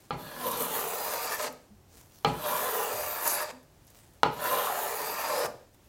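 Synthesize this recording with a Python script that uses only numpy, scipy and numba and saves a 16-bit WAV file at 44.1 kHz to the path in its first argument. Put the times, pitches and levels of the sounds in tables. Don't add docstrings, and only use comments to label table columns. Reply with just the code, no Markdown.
import sys
import numpy as np
from scipy import signal
from scipy.fft import rfft, irfft
from scipy.io import wavfile
from scipy.ndimage import uniform_filter1d, map_coordinates
from numba import njit

SR = 44100
rng = np.random.default_rng(int(sys.argv[2]) if len(sys.argv) > 2 else 0)


def wrap_up_sound(samples):
    columns = np.atleast_2d(samples).T
    tamed = np.clip(columns, -1, 1)
    steps = np.round(tamed * 32767).astype(np.int16)
    wavfile.write(sys.argv[1], SR, steps)


N = 259308
T = np.arange(N) / SR

# slide_s, full_bite_s, last_push_s, leaning_in_length_s, lift_off_s,
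# board_drone_db, edge_rasp_db, shaving_hiss_db, shudder_db, spring_back_db
STROKES = [(0.162, 0.489, 0.93, 0.38, 1.486, -33, -38.5, -35, -36.5, -48.5),
           (2.313, 2.477, 3.235, 0.037, 3.512, -31.5, -39, -35.5, -44.5, -53),
           (4.305, 4.462, 5.08, 0.24, 5.468, -31.5, -39, -35.5, -44, -41)]
# before_speed_db (before the plane gathers speed),
# before_bite_db, gain_from_tip_to_far_end_db, gain_in_last_push_db
DRONE_LAW, RASP_LAW = (-14, -4, -4, 4.5), (-6, -10, -6, 5.5)
HISS_LAW, SHUDDER_LAW = (-10.5, -9, -4.5, -2.5), (-1, -10, -38.5, 9.5)
SETTLE_S, BITE_S, LIFT_S = 0.024, 0.13, 0.016
# centre_s, length_s, wood_db, shaving_db
GRAIN_SPOTS = [(0.472, 0.025, 0, 0.5), (0.505, 0.029, -11, -3), (0.575, 0.066, -3.5, -5.5),
               (0.6, 0.048, 0, 6), (0.687, 0.039, -4.5, -3.5), (0.777, 0.046, 2, 2.5),
               (1.052, 0.026, 0.5, 3), (1.137, 0.047, 2, 2.5), (1.237, 0.049, 1.5, 7), (1.24, 0.2, -3, -3),
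               (1.32, 0.038, 0, 7), (1.375, 0.026, -11, -4), (1.427, 0.027, 2, 3.5),
               (1.489, 0.033, -1.5, -9), (3.142, 0.12, -2, -3), (3.273, 0.069, 0, 6),
               (3.337, 0.05, -1.5, 10), (3.426, 0.039, 3, 18.5), (3.468, 0.094, -11.5, -25),
               (4.38, 0.045, -2, -5), (4.556, 0.24, 0.5, 0), (4.66, 0.015, 1.5, 3.5), (4.743, 0.1, -1, -2),
               (5.156, 0.028, -1.5, -4), (5.385, 0.024, 0, 3)]
# pitch_hz, width_hz, tip_db, midway_db, far_end_db
BOARD_RESONANCES = [(404.4, 57.5, -0.5, 5, -13), (498, 186, -1, 2.5, -7.5), (614.4, 16, 6.5, 4, 6),
                    (722, 103, -6, 1, -2.5), (1003, 104, 2.5, 2, -0.5), (1220, 122, -2, -4, -1.5),
                    (1374, 128, -0.5, -4.5, -4), (1754, 270, -5, -8, -6)]
# tip_hz, top_hz, far_end_hz, width_hz, level_db
BENDING = [(506, 820, 527, 116, -11), (1053, 1278, 917, 100, -8)]
BENDING_PLACES = [.13, .3, .62]
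# pitch_hz, width_hz, tip_db, midway_db, far_end_db
PLANE_RESONANCES = [(2333, 187, 3, 1, 6), (2830, 350, 4.5, 4, -11), (3370, 700, 6, 0.5, -21),
                    (4180, 1290, 1.5, -1.5, -1), (4745, 124, 5, -1, 7), (5130, 600, -8, -26, -5.5),
                    (6080, 220, -1, 0.5, 3), (6720, 650, -5.5, 2, -1), (8360, 1400, -11, -3, -5.5)]
# pitch_hz, level_db
SHUDDER_COLOUR = [(50, -13), (110, -1), (138, -0.5), (155, 11.5), (178, 5), (235, 1.5), (258, 5.5),
                  (282, -6.5), (330, 5), (450, -25.5), (900, -30.5)]
# pitch_hz, level_db
HISS_COLOUR = [(2500, -56), (5500, -2), (8200, -3), (10000, 2), (12000, 1.5), (14000, 5.5), (16000, 0.5)]
HISS_HZ, CURL_RISE_HZ, PUSH_DROP_HZ = 12640, 2420, 800
HOLLOW_BELOW_HZ, HOLLOW_WIDTH_HZ, HOLLOW_DEPTH = 1700, 1200, 0.54
# centre_s, length_s
FREE_CURLS = [(0.93, 0.38), (2.85, 0.21), (4.883, 0.27)]
# centre_s, length_s, pitch_hz, glide_hz_per_s, width_hz, level_db
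AIRY_NOTES = [(0.3, 0.22, 4300, 0, 660, -58), (1.05, 0.27, 4930, 0, 160, -50.5),
              (1.3, 0.16, 5230, 1800, 900, -50), (2.97, 0.33, 4800, -250, 160, -53),
              (3.36, 0.19, 4760, 0, 350, -47), (4.83, 0.094, 3780, -700, 200, -53),
              (5.094, 0.25, 4750, -400, 300, -48), (5.285, 0.081, 4820, -15, 230, -43),
              (5.4, 0.15, 5080, 2004, 610, -43)]
# centre_s, length_s, pitch_hz, glide_hz_per_s, width_hz, level_db
GROANS = [(0.3, 0.2, 1670, 2, 119.6, -56.5), (.48, 0.059, 518, 0, 70, -33), (.615, 0.061, 500, 2, 69, -36),
          (.5, 0.12, 1000, 0, 131, -36), (.55, 0.31, 249, 2, 60, -47.5), (1.33, .05, 1760, 0, 160, -38),
          (1.45, 0.058, 255, 0, 60, -51.5), (2.53, 0.096, 1007, 800, 110, -35.5),
          (2.63, 0.048, 1300, -3, 119, -46), (2.67, 0.054, 1022, 0, 110, -38),
          (3.43, 0.027, 1765, 2, 140, -42.5), (4.53, 0.18, 1028, 200, 79, -34),
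          (4.55, 0.12, 563, 0, 160, -35.5), (4.675, 0.021, 1100, 0, 260, -32),
          (5.21, 0.08, 2530, 0, 450, -45.5), (5.33, 0.062, 910, 0, 200, -37),
          (5.38, 0.19, 517, -300, 124, -34)]
# centre_s, length_s, pitch_hz, glide_hz_per_s, width_hz, level_db
BUCKLES = [(0.61, 0.043, 14000, 0, 3200, -43), (1.42, 0.068, 6800, 0, 1900, -49),
           (3.32, 0.13, 11400, 0, 2900, -33.5), (3.29, 0.064, 6500, -2, 2100, -37),
           (3.12, 0.17, 14200, -1500, 3100, -40)]
SPRING_S, SPRING_T60_S = 0.081, 0.46
# pitch_hz, level_db
SPRING_COLOUR = [(70, -16), (150, 8.5), (330, -0.5), (520, 14), (800, 2), (2000, -38)]
# start_s, slap_db, sole_clack_db, ring_db, low_thump_db,
# softness_cutoff_hz, grip_firmness (0-1), rebound_gap_s, rebound_share (0-1, used up to 0.9)
KNOCKS = [(0.1069, -22.5, -29.5, -31, -31, 2940, 0.01, 0.0022, 0.85),
          (2.2473, -7.5, -19.5, -23.5, -23, 7040, 0.09, 0.00232, 0.63),
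          (4.2328, 1.5, -21, -24.5, -28, 3750, 1, 0.00204, 0.36)]
# pitch_hz, level_db
SLAP_COLOUR = [(30, -35), (100, -19), (300, -7.5), (470, 0.5), (650, 3.5), (850, 5.5), (1350, 5),
               (1650, -3.5), (2000, -7.5), (2550, -24), (3050, -3), (3550, -17), (4100, -3.5), (4600, -17),
               (5100, -13), (6500, -14.5), (9000, -24.5), (16000, -19.5)]
HEEL_S, HEEL_HZ, HEEL_DB = 0.029, 700, -8.5
# pitch_hz, firm_grip_shift_hz, level_db, time_to_fall_60_db_s
SOLE_MODES = [(463, 58, -14, 0.11), (801, 101, -8.5, 0.2), (900, 79, -3, 0.032), (1198, 89, -5.5, 0.06),
              (1246, 129, -3.5, 0.05), (1580, 217, -25, .05), (2390, -130, -6, 0.039),
              (3047, -170, 0, 0.023), (3330, 97, -2, 0.022), (4140, -200, -1.5, 0.022),
              (4960, 298.5, -6, 0.013)]
# pitch_hz, level_db, time_to_fall_60_db_s
BOARD_MODES = [(153.3, -10, 0.62), (256.3, -5, 0.38), (435.4, -3, 0.26), (504, 4, 0.077), (833, 4, 0.15),
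               (980, -7, 0.49), (1014, -13, 0.3), (1210, 1, 0.2), (1280, -9, 0.23), (1340, -9, 0.31),
               (1506, -20, 0.57), (1646, -9.5, 0.29), (2085, -16, 0.41), (2337, -14.5, 0.28),
               (2450, -15, 0.42), (3060, -12, 0.16), (3900, -15, 0.2), (4370, -10, 0.243)]
# pitch_hz, level_db
CLACK_COLOUR = [(300, -24), (800, -48), (1400, -46), (1900, 12.5), (2500, 10.5), (4300, 4), (5500, -5),
                (9000, -31), (16000, -39)]
# pitch_hz, level_db
THUMP_COLOUR = [(30, -50), (60, -6), (95, -6.5), (125, -2.5), (165, 1.5), (220, -8.5), (400, -8.5),
                (700, -13), (2000, -33.5)]
# start_s, peak_db
SNAPS = [(0.467, -36), (0.515, -22.5), (0.622, -20), (1.345, -25), (1.525, -40.5), (3.265, -20.5),
         (3.276, -14.5), (3.63, -51), (3.848, -53), (3.869, -44), (3.902, -49), (4.043, -58), (4.136, -55),
         (4.441, -27), (4.521, -28), (5.745, -59)]
# pitch_hz, level_db
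CHIP_COLOUR = [(150, -32), (700, -8), (3000, -24), (6500, 3.5), (9000, 4.5), (13000, 11.5), (16000, 1)]
# start_s, swell_s, time_to_fall_60_db_s, level_db
RUSTLES = [(0, 0.0027, 0.67, -53), (1.87, 0.089, 1.6, -50.5), (2.11, 0.051, 1.2, -57),
           (3.855, 0.029, 0.9, -55.5), (3.93, 0.023, 1.2, -55.5), (5.727, 0.019, 0.052, -53),
           (5.81, 0.038, 0.65, -64.5)]
# pitch_hz, level_db
RUSTLE_COLOUR = [(100, 7), (500, 5.5), (1500, 0), (4000, -2), (6800, 0.5), (9000, -1), (12500, -1),
                 (16000, -2.5)]
# start_s, pitch_hz, swell_s, time_to_fall_60_db_s, level_db
BUMPS = [(1.485, 253, 0.02, 0.29, -50), (1.698, 206.7, 0.022, 0.17, -52), (3.525, 255.5, 0.014, 0.4, -51.5),
         (3.6, 154, 0.062, 1, -62)]
TAP_S, TAP_T60_S, TAP_DB = 1.3, 0.09, -53
# pitch_hz, level_db
TAP_COLOUR = [(100, -6), (350, 0), (900, 3), (1500, -28), (4000, -35)]
# start_s, level_db
STEPS = [(1.731, -53.5), (1.95, -61), (2.919, -48), (4.11, -56)]
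# pitch_hz, level_db
STEP_COLOUR = [(25, -19), (55, -1), (90, 7), (160, -14), (240, -34), (500, -45), (1500, -50)]
# pitch_hz, level_db
SHOP_COLOUR = [(15, -95), (25, -11.5), (74, -4.5), (223, -13.5), (384, -13.5), (451, -19.5), (575, -17),
               (863, -20), (1230, -25), (2220, -28.5), (4030, -31), (6920, -31), (10700, -34.5),
               (14800, -34), (16000, -35)]
SHOP_DB = -60.5
TOP_HZ = 16000


def planing():
    gains = sum(stroke(*row) for row in STROKES)
    drone_gain, rasp_gain, hiss_gain, shudder_gain, contact, spring_gain = gains
    travel, pushing = 0, 0
    for _, bite, push, lean, lift, *_ in STROKES:
        back = ramp(lift + .2, .3)
        travel = travel + ramp(bite - BITE_S, lift - bite + BITE_S) - back
        pushing = pushing + ramp(push, lean) - back
    wood_db = sum(db * swell(T, s, length) for s, length, db, _ in GRAIN_SPOTS)
    shaving_db = sum(db * swell(T, s, length) for s, length, _, db in GRAIN_SPOTS)
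    free = sum(swell(T, *curl) for curl in FREE_CURLS)
    hiss_hz = HISS_HZ + CURL_RISE_HZ * free - PUSH_DROP_HZ * pushing

    catch_db = walk(rate=320) + 0.13 * walk(rate=60)
    tearing = fractures(rate=4500, spread_db=2) * undb(catch_db)
    splitting = fractures(rate=900, spread_db=1) * undb(catch_db)

    wood = resonate(tearing, BOARD_RESONANCES, travel) + bending(splitting, travel)
    drone = patchy(wood, travel, width_hz=80, rate=9, depth_db=3, sink=.6)
    drone = drone_gain * undb(-2 + wood_db) * drone
    shudder = shudder_gain * undb(-1.5) * unit(colour(tearing, SHUDDER_COLOUR))
    rasp = rasp_gain * undb(-2 + wood_db / 2 + 0.049 * catch_db) * edge_rasp(travel)
    surge_db = walk(rate=65) + 0.2 * walk(rate=14)
    hiss_db = shaving_db + 0.29 * catch_db + surge_db
    hiss = hiss_gain * undb(hiss_db) * shaving_hiss(travel, hiss_hz, free)
    short_notes = contact * (notes(AIRY_NOTES) + notes(GROANS) + notes(BUCKLES))
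    spring = spring_gain * unit(colour(tearing, SPRING_COLOUR))
    return drone + shudder + rasp + hiss + short_notes + spring


def stroke(slide, bite, push, lean, lift, drone_db, rasp_db, hiss_db, shudder_db, spring_db):
    contact = ramp(slide, SETTLE_S) * (1 - ramp(lift - LIFT_S / 2, LIFT_S))
    before_speed = 1 - ramp(slide, bite - slide)
    before_bite = 1 - ramp(bite - BITE_S, BITE_S)
    along = ramp(slide, lift - slide)
    stages = np.array([before_speed, before_bite, along, ramp(push, lean)])
    laws = [(drone_db, DRONE_LAW), (rasp_db, RASP_LAW), (hiss_db, HISS_LAW), (shudder_db, SHUDDER_LAW)]
    drone, rasp, hiss, shudder = (contact * undb(db + np.dot(law, stages)) for db, law in laws)
    spring = burst(lift - SPRING_S, SPRING_S, SPRING_T60_S, spring_db)
    return np.array([drone, rasp, hiss, shudder, contact, spring])


def bending(x, travel):
    out = 0
    for *hzs, width, db in BENDING:
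        hz = np.interp(travel, BENDING_PLACES, hzs)
        out = out + undb(db) * unit(resonance(x, hz, width))
    return out


def edge_rasp(travel):
    snapping = fractures(rate=4500, spread_db=0)
    end_hz = 4800 * 2 ** (-1.7 * travel + .04 * walk(rate=30))
    free_end = unit(resonance(fractures(rate=9000, spread_db=2), end_hz, width_hz=700))
    share = np.interp(travel, [.12, .25, .5, .7], [0, 1, .8, 0]) * undb(3 * walk(rate=20))
    rasp = resonate(snapping, PLANE_RESONANCES, travel) + undb(-12) * share * free_end
    return patchy(rasp, travel, width_hz=170, rate=13, depth_db=3.2, sink=.5)


def shaving_hiss(travel, hz, free):
    scrapes = [colour(fractures(rate=11000, spread_db=3.5), HISS_COLOUR) for _ in range(3)]
    upper = unit(resonance(resonance(scrapes[0], hz, width_hz=4900), hz, width_hz=4900))
    lower = unit(resonance(scrapes[1], 0.75 * hz, width_hz=4500))
    hiss = upper + undb(-3) * lower + undb(-1) * unit(scrapes[2])
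    depth = np.minimum(HOLLOW_DEPTH * free, 1)
    hiss = hiss - depth * resonance(hiss, hz - HOLLOW_BELOW_HZ, HOLLOW_WIDTH_HZ)
    return patchy(hiss, travel, width_hz=550, rate=20, depth_db=2.5, sink=0)


def notes(table):
    out = 0
    for s, length, hz, glide, width_hz, db in table:
        pitch = hz + glide * np.clip(T - s, -length, length)
        note = resonance(resonance(rng.standard_normal(N), pitch, width_hz), pitch, width_hz)
        out = out + undb(db) * swell(T, s, length) * unit(note)
    return out


def knocks():
    out = 0
    for s, slap_db, sole_db, board_db, thump_db, soft_hz, grip, chatter_s, rebound in KNOCKS:
        slap = sole_slap(chatter_s, rebound)
        clack = unit(colour(rng.standard_normal(N), CLACK_COLOUR)) * fade(.28)
        ring = undb(-5) * (np.pad(board_ring(), (0, N - SR)) + clack / 2)
        thump = unit(colour(rng.standard_normal(N), THUMP_COLOUR)) * fade(.32) * ramp(0, HEEL_S) ** 2
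        blow = undb(slap_db) * slap / np.abs(slap).max()
        blow = blow + undb(sole_db) * sole_clack(grip) + undb(board_db) * ring + undb(thump_db) * thump
        softened = signal.lfilter(*signal.butter(1, min(soft_hz, TOP_HZ), fs=SR), blow)
        out = out + delay(softened, s)
    return out


def sole_slap(chatter_s, rebound):
    chatter = 0
    for k in range(6):
        push = signal.windows.hann(3 + 7 * k)
        push = np.pad(push / push.sum(), (0, N))
        chatter = chatter + min(rebound, .9) ** k * delay(push, k * chatter_s)
    crack = rng.standard_normal(N) * fade(.028)
    slap = colour(chatter + undb(-9) * crack / np.linalg.norm(crack), SLAP_COLOUR)
    heel = signal.lfilter(*signal.butter(1, HEEL_HZ, fs=SR), slap)
    return slap + undb(HEEL_DB) * delay(heel, HEEL_S)


def sole_clack(grip):
    modes = 0
    for hz, shift_hz, db, t60 in SOLE_MODES:
        modes = modes + undb(db) * fade(t60) * np.sin(2 * np.pi * (hz + grip * shift_hz) * T)
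    return signal.lfilter(*signal.butter(2, 330, "high", fs=SR), modes * ramp(0, .0018))


def board_ring():
    t = T[:SR]
    out = 0
    for hz, db, t60 in BOARD_MODES:
        out = out + undb(db - 60 * t / t60) * np.sin(2 * np.pi * (hz * t + rng.random()))
    return out


def snaps():
    out = 0
    for s, db in SNAPS:
        crack = colour(rng.standard_normal(N) * fade(0.033), CHIP_COLOUR)
        out = out + delay(undb(db) * crack / np.abs(crack).max(), s)
    return out


def falling_curl():
    crinkle = colour(fractures(rate=5000, spread_db=4), RUSTLE_COLOUR)
    swish = patchy(crinkle, np.zeros(N), width_hz=2200, rate=22, depth_db=2.4, sink=0)
    gain = sum(burst(*row) for row in RUSTLES)
    flutter_db = 1.3 * walk(rate=30)
    return swish * gain * undb(-5.5 + flutter_db)


def bump():
    hums = 0
    for s, hz, rise, t60, db in BUMPS:
        hums = hums + np.sqrt(2) * np.sin(2 * np.pi * hz * T) * burst(s, rise, t60, db)
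    waver_db = 1.5 * walk(rate=45)
    tap_gain = delay(undb(TAP_DB) * fade(TAP_T60_S), TAP_S)
    tap = unit(colour(rng.standard_normal(N), TAP_COLOUR)) * tap_gain
    return hums * undb(waver_db) + tap


def footfalls():
    thud = fade(0.8) * (1 - fade(0.16))
    weight = sum(delay(undb(db) * thud, s) for s, db in STEPS)
    return weight * unit(colour(rng.standard_normal(N), STEP_COLOUR))


def workshop(x):
    low = signal.lfilter(*signal.butter(3, 1300, fs=SR), rng.standard_normal(N))
    high = signal.lfilter(*signal.butter(2, [1400, 8000], "band", fs=SR), rng.standard_normal(N))
    air = signal.lfilter(*signal.butter(2, 8000, "high", fs=SR), rng.standard_normal(N))
    tail = 0
    # noise, level in dB, seconds to fall 60 dB
    for band, db, t60 in [(low, -6, 0.35), (high, -12, 0.47), (air, -12, 0.29)]:
        tail = tail + undb(db) * band * fade(t60) / np.linalg.norm(fade(t60))
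    return x + convolve(x, delay(tail, .006))


def room_tone():
    restless_db = 0.6 * walk(rate=9)
    return undb(SHOP_DB + restless_db) * unit(colour(rng.standard_normal(N), SHOP_COLOUR))


def fractures(rate, spread_db):
    size = undb(spread_db * np.minimum(rng.exponential(size=N), np.pi))
    return unit((rng.random(N) < rate / SR) * size * rng.standard_normal(N))


def resonate(x, table, travel):
    out = 0
    for k, (hz, width, *dbs) in enumerate(table):
        gain = undb(np.interp(travel, [.15, .45, .72], dbs))
        out = out + (-1) ** k * gain * resonance(x, hz, width)
    return unit(out)


def patchy(x, travel, width_hz, rate, depth_db, sink, size=1024):
    hz, s, cells = signal.stft(x, SR, nperseg=size)
    row = hz[:, None] * (1 + sink * np.interp(s, T, travel)) / width_hz
    column = np.broadcast_to(s * rate, row.shape)
    field = rng.standard_normal((256, 256))
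    db = depth_db * map_coordinates(field, [row, column], order=3, mode="wrap")
    return unit(signal.istft(cells * undb(db), SR, nperseg=size)[1][:N])


def resonance(x, hz, width_hz):
    return svf(x + 1e-18, hz * np.ones(N), float(width_hz))


@njit
def svf(x, hz, width):
    y, b, l = np.empty(len(x)), 0., 0.
    for i in range(len(x)):
        g, k = np.tan(np.pi * min(hz[i], .45 * SR) / SR), width / hz[i]
        v = (b + g * (x[i] - l)) / (1 + g * (g + k))
        b, l, y[i] = 2 * v - b, l + 2 * g * v, k * v
    return y


def colour(x, points, size=4096):
    hz, db = np.transpose(points)
    bins = np.maximum(np.arange(size // 2 + 1) * SR / size, 1)
    cepstrum = irfft(np.log(undb(np.interp(np.log(bins), np.log(hz), db))))
    cepstrum[1:size // 2] *= 2
    cepstrum[size // 2 + 1:] = 0
    return convolve(x, irfft(np.exp(rfft(cepstrum))))


def convolve(x, response):
    return signal.fftconvolve(x, response)[:N]


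def walk(rate):
    hold = max(int(SR / rate), 1)
    return unit(uniform_filter1d(rng.standard_normal(N)[np.arange(N) // hold], hold))


def burst(s, rise, t60, db):
    return ramp(s, rise) * undb(db - 60 * np.maximum(T - s - rise, 0) / t60)


def swell(x, centre, width):
    return 2 ** -(2 * (x - centre) / width) ** 2


def ramp(start, length):
    return np.clip((T - start) / length, 0, 1)


def fade(t60):
    return undb(-60 * T / t60)


def delay(x, s):
    return np.pad(x, (max(int(s * SR), 0), 0))[:N]


def undb(db):
    return 10 ** (np.asarray(db) / 20)


def unit(x):
    return x / np.sqrt(np.mean(x ** 2))


def scene():
    plane = planing() + knocks() + snaps()
    around = falling_curl() + bump() + footfalls()
    mono = workshop(plane + around) + room_tone()
    return np.array([mono, mono])


def record(dry):
    return signal.sosfilt(signal.ellip(12, .1, 80, TOP_HZ, fs=SR, output="sos"), dry)


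dry = scene()
out = record(dry)
wrap_up_sound(out)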